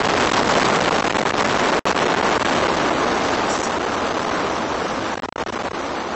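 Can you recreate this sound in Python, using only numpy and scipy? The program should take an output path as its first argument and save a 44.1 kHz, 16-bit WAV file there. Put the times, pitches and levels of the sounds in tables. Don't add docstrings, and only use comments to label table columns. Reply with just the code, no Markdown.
import sys
import numpy as np
from scipy import signal
from scipy.fft import rfft, irfft, next_fast_len
from scipy.io import wavfile
from scipy.ndimage import uniform_filter1d, map_coordinates

SR = 44100
rng = np.random.default_rng(int(sys.argv[2]) if len(sys.argv) > 2 else 0)


def volts_from_db(level):
    exponent = np.asarray(level, float) / 20
    return 10 ** exponent


def dump(signal):
    limited = np.clip(np.atleast_2d(signal).T, -1, 1)
    pcm = np.round(limited * 32767).astype(np.int16)
    wavfile.write(sys.argv[1], SR, pcm)


N = 271212
TIME = np.arange(N) / SR

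# start_s [s], level_db [dB], drive_db over the rails [dB]
ROAR_COURSE = [(0, -17, 10), (.38, -16, 21), (.75, -16, 19), (1.05, -18, 21.5), (1.4, -17.5, 15.5),
               (1.75, -19, 8.5), (1.9, -17.5, 11), (2.2, -19, 10), (2.55, -18.5, 7.5), (3, -19.5, 1),
               (3.5, -19.5, 0), (3.8, -22.5, 2), (4.22, -21, 0.5), (4.6, -21.5, -1), (5.2, -23.5, -0.5),
               (5.41, -22.5, 1), (5.55, -23.5, -0.5), (6.15, -26, 0.5)]
# start_s [s], length_ms [ms]
FLOOR_SURGES = [(0.0224, 9), (0.076, 9.2), (0.3066, 5.4), (0.3234, 9.2), (0.4335, 4.4), (0.8943, 12),
                (1.0124, 7.6), (1.028, 10), (1.0836, 11), (1.117, 6.8), (1.1264, 6.9), (1.135, 9.1),
                (1.172, 9.9), (1.2187, 6.7), (1.2354, 14.5), (1.311, 9.7), (1.3226, 11), (1.4333, 8.4),
                (1.5795, 6.14), (1.9306, 15), (1.955, 5.7), (2.0482, 5.8), (2.0739, 6), (2.15, 11),
                (2.216, 10), (2.38, 14), (2.4315, 16.2), (2.674, 5.6), (3.6203, 5.6), (3.787, 6.5)]
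# start_s [s], length_ms [ms], residue_db [dB]
LANDING_SURGES = [(3.5945, 2.9, -15), (3.61, 3, -21), (3.9602, 3.3, -35), (4.1259, 5.4, -19),
                  (4.1344, 2, -34), (4.2344, 5.2, -14), (4.3037, 5.2, -22), (4.4922, 3.4, -19),
                  (4.737, 4.2, -15), (5.1457, 7.2, -22), (5.1589, 12, -23), (5.182, 11, -23),
                  (5.2006, 21.1, -71.5), (5.225, 6.4, -26), (5.2615, 24, -28), (5.2922, 31.6, -57),
                  (5.3277, 30.1, -60), (5.364, 15, -26.5), (5.4287, 6.3, -20.5), (5.439, 22.4, -35),
                  (5.4781, 5.1, -20), (5.505, 18.2, -24), (5.55, 5.7, -23.5), (5.5796, 8.6, -21.5),
                  (5.6261, 6.6, -24.5), (5.6867, 21, -20.5), (5.72, 11.6, -24.5)]
# start_s [s], level_db over the rail [dB], t60_s [s]
SHATTER_BURSTS = [
    (3.493, -6, 0.58),
    (3.504, -1.5, 0.07),
    (3.522, -14, 0.46),
    (3.549, -16, 0.27),
    (3.6333, -6, 0.052),
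    (3.641, -8.5, 0.3),
]
# pitch_hz [Hz], density_db [dB per Hz]
CRASH_SPECTRUM = [(20, -34.5), (100, 1.5), (250, 0), (600, -7.5), (1200, -11.5), (2500, -29), (5000, -25.5),
                  (9000, -31)]
# pitch_hz [Hz], density_db [dB per Hz]
BOOM_SPECTRUM = [(35, -18), (70, -4), (110, 1), (170, -4.5), (260, -13), (500, -39.5)]
# pitch_hz [Hz], density_db [dB per Hz]
RUMBLE_SPECTRUM = [(8, -24), (25, 5), (60, 1.5), (120, -6.5), (250, -28.5)]
# pitch_hz [Hz], density_db [dB per Hz]
RUBBLE_SPECTRUM = [(2500, -28.5), (4500, -5.5), (6000, 22), (9000, -34)]
# pitch_hz [Hz], density_db [dB per Hz]
GLASS_SPECTRUM = [(3500, -30), (4800, -10), (5600, 0), (7000, 0), (8200, 1), (9500, -40)]
# pitch_hz [Hz], density_db [dB per Hz]
SHAKE_SPECTRUM = [(15, -33.5), (30, -21), (60, -1.5), (90, 0.5), (120, -3.5), (180, -33.5)]
# pitch_hz [Hz], density_db [dB per Hz]
SMEAR_SPECTRUM = [(60, -3), (300, -2.5), (900, 1.5), (2000, -3.5), (4000, -8.5), (8000, -17)]
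# pitch_hz [Hz], gain_db [dB]
MIC_RESPONSE = [(20, -19.5), (130, 3.5), (220, 4), (1000, 3.5), (3000, 2), (4500, -2.5), (7500, -7)]
# pitch_hz [Hz], gain_db [dB]
MIRROR_RESPONSE = [(8300, -59), (9000, -26.5), (9300, -29.5), (11800, -36), (12200, -56.5), (13500, -57),
                   (14800, -61), (15600, -77.5)]
# start_s [s], end_s [s]
LOST_BLOCK = (1.7935, 1.8543)

BAND_TOP_HZ = 8040
FLUTTER_PER_S, FLUTTER_GROWS, FLUTTER_MS = 6, 1.3, (1.8, 5)
CLEAR_S = .006
RUBBLE_DB, RUBBLE_SWELL_DB, RUBBLE_PEAK_S, RUBBLE_SPAN_S = -27, 5.5, 3.5, 3.7
BOOM_DB, BOOM_FADE_DB_PER_S = 2, 2.5
RUMBLE_DB, RUMBLE_SWING_DB = -7.5, 2
SHAKE_DB, SHAKE_LOSS = -20, .25
RAIL_KNEE = 7.1
LIMIT, LIMIT_KNEE = .32, 10
SURGE_RESIDUE_DB = -23
SMEAR_DB, SMEAR_FOLLOWS = -11.5, 0.25
SPLICE_DB = -21


def unit(x):
    return x / np.sqrt(np.mean(x ** 2) + 1e-20)


def along(points, hz):
    f, db = np.transpose(points)
    return volts_from_db(np.interp(np.log(hz + 1), np.log(f + 1), db))


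def curves(rows):
    s, *columns = np.transpose(rows)
    return [np.interp(TIME, s, column) for column in columns]


def wobble(rate):
    knots = rng.standard_normal(int(N * rate / SR) + 4)
    return map_coordinates(knots, [TIME * rate])


def filtered(x, response):
    m = next_fast_len(N + 8192)
    return irfft(rfft(x, m) * response(np.fft.rfftfreq(m, 1 / SR)), m)[..., :N]


def noise(spectrum):
    return unit(filtered(rng.standard_normal(N), lambda hz: along(spectrum, hz)))


def plateau(s, ms, edge_ms):
    edge = edge_ms / 1000
    end = s + ms / 1000
    return np.interp(TIME, [s - edge, s, end, end + edge], [0, 1, 1, 0])


def body_shake():
    drive_db = curves(ROAR_COURSE)[1]
    return volts_from_db(SHAKE_DB - SHAKE_LOSS * drive_db) * noise(SHAKE_SPECTRUM)


def rubble():
    grains = volts_from_db(1.1 * wobble(240) + 0.92 * wobble(33)) * noise(RUBBLE_SPECTRUM)
    swell = np.exp(-((TIME - RUBBLE_PEAK_S) / RUBBLE_SPAN_S) ** 2)
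    return volts_from_db(RUBBLE_DB + RUBBLE_SWELL_DB * swell) * unit(grains)


def shatter():
    swell = sum(volts_from_db(db - 60 * np.abs(TIME - s) / t60) * (TIME > s) for s, db, t60 in SHATTER_BURSTS)
    return swell * volts_from_db(2.8 * wobble(310)) * noise(GLASS_SPECTRUM)


def flutter(count):
    when, keep, size = rng.random((count, 3)).T
    s = when * N / SR
    drive_db = curves(ROAR_COURSE)[1][(when * N).astype(int)]
    rate = FLUTTER_PER_S * volts_from_db(FLUTTER_GROWS * drive_db)
    ms = np.interp(size, (0, 1), FLUTTER_MS)
    free = np.ones(count, bool)
    for row in FLOOR_SURGES + LANDING_SURGES:
        before = s + ms / 1000 < row[0] - CLEAR_S
        after = s > row[0] + row[1] / 1000 + CLEAR_S
        free &= before | after
    return list(np.transpose([s, ms])[free & (keep * count * SR / N < rate)])


def surges():
    waves = sorted(FLOOR_SURGES + LANDING_SURGES + flutter(count=400), key=lambda row: row[0])
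    swing = 0
    for k, row in enumerate(waves):
        swing = swing + (-1) ** k * plateau(row[0] + .0008, row[1] - 1.4, edge_ms=2.14)
    return swing * (1 + 3.83 * volts_from_db(curves(ROAR_COURSE)[1]))


def collapse():
    crash = volts_from_db(0.48 * wobble(12) + 1.2 * wobble(45)) * noise(CRASH_SPECTRUM)
    boom = volts_from_db(BOOM_DB - BOOM_FADE_DB_PER_S * TIME) * noise(BOOM_SPECTRUM)
    rumble = volts_from_db(RUMBLE_DB + RUMBLE_SWING_DB * wobble(6)) * noise(RUMBLE_SPECTRUM)
    return volts_from_db(curves(ROAR_COURSE)[1]) * (crash + boom + rumble)


def scene():
    return (rubble() + shatter() + surges() + collapse())[None]


def soft_limit(x, knee):
    return x / (1 + np.abs(x) ** knee) ** (1 / knee)


def microphone(pressure):
    def response(hz):
        first_stage = 1j * hz / (1j * hz + 680)
        second_stage = (1j * hz) ** 2 / ((1j * hz) ** 2 + 1.3j * hz * 220 + 220 ** 2)
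        return first_stage * second_stage * along(MIC_RESPONSE, hz)

    return unit(filtered(soft_limit(pressure, RAIL_KNEE), response))


def smeared_narrow_band(x):
    pinned = [(s, ms, SURGE_RESIDUE_DB) for s, ms in FLOOR_SURGES] + LANDING_SURGES
    clean_db = sum(1.3 * (db + 17) * plateau(s + .0025, max(ms - 4, 0), edge_ms=2.2)
                   for s, ms, db in pinned)
    moment = np.sqrt(np.abs(uniform_filter1d(x ** 2, size=180)))
    x = x + volts_from_db(clean_db + SMEAR_DB) * moment ** SMEAR_FOLLOWS * noise(SMEAR_SPECTRUM)

    hz, t, z = signal.stft(x, SR, nperseg=2048)
    local = uniform_filter1d(np.abs(z), size=15, axis=0)
    patches = uniform_filter1d(rng.standard_normal(z.shape), size=12, axis=0)
    patches = unit(uniform_filter1d(patches, size=2, axis=1))
    step_db = np.interp(hz, [1500, 4300, 4700, 6000, 8200], [-24, -9, -4, -5, 0])[:, None]
    step_db = step_db + .7 * t + 7 * patches
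    weak = np.abs(z) < local * volts_from_db(step_db)
    dropped = signal.istft(z * weak, SR, nperseg=2048)[1][:N]

    x = x - np.minimum(volts_from_db(clean_db), 1) * dropped
    x = x * np.minimum(volts_from_db(clean_db + 6.5), 1)
    edge_hz, edge_db = [-200, 0, 120, 230, 330], [0, -6, -22, -30, -90]
    return filtered(x, lambda f: volts_from_db(np.interp(f - BAND_TOP_HZ, edge_hz, edge_db)))


def resampling_mirror(x):
    mirror = x * np.cos(2 * np.pi * 16300 * TIME)
    return filtered(mirror, lambda hz: along(MIRROR_RESPONSE, hz) * (hz > BAND_TOP_HZ))


def lose_block(x):
    start, end = LOST_BLOCK
    inside = (TIME > start) & (TIME < end)
    remnant = volts_from_db(-27.5 - 1100 * np.abs(TIME - start - .008))
    near = np.minimum(np.abs(TIME - start), np.abs(TIME - end))
    return (x + volts_from_db(SPLICE_DB - 20000 * near)) * np.where(inside, remnant, 1)


def top_cut(x):
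    return signal.sosfilt(signal.butter(12, 15600, fs=SR, output="sos"), x)


def record(dry):
    level = volts_from_db(curves(ROAR_COURSE)[0])
    x = microphone(dry[0]) + body_shake()
    x = soft_limit(x * level / LIMIT, LIMIT_KNEE) * LIMIT / level
    x = smeared_narrow_band(x) * level
    x = x + resampling_mirror(x)
    x = lose_block(x) * np.minimum(TIME / .003, 1)
    return top_cut(x[None])


dry = scene()
out = record(dry)
dump(out)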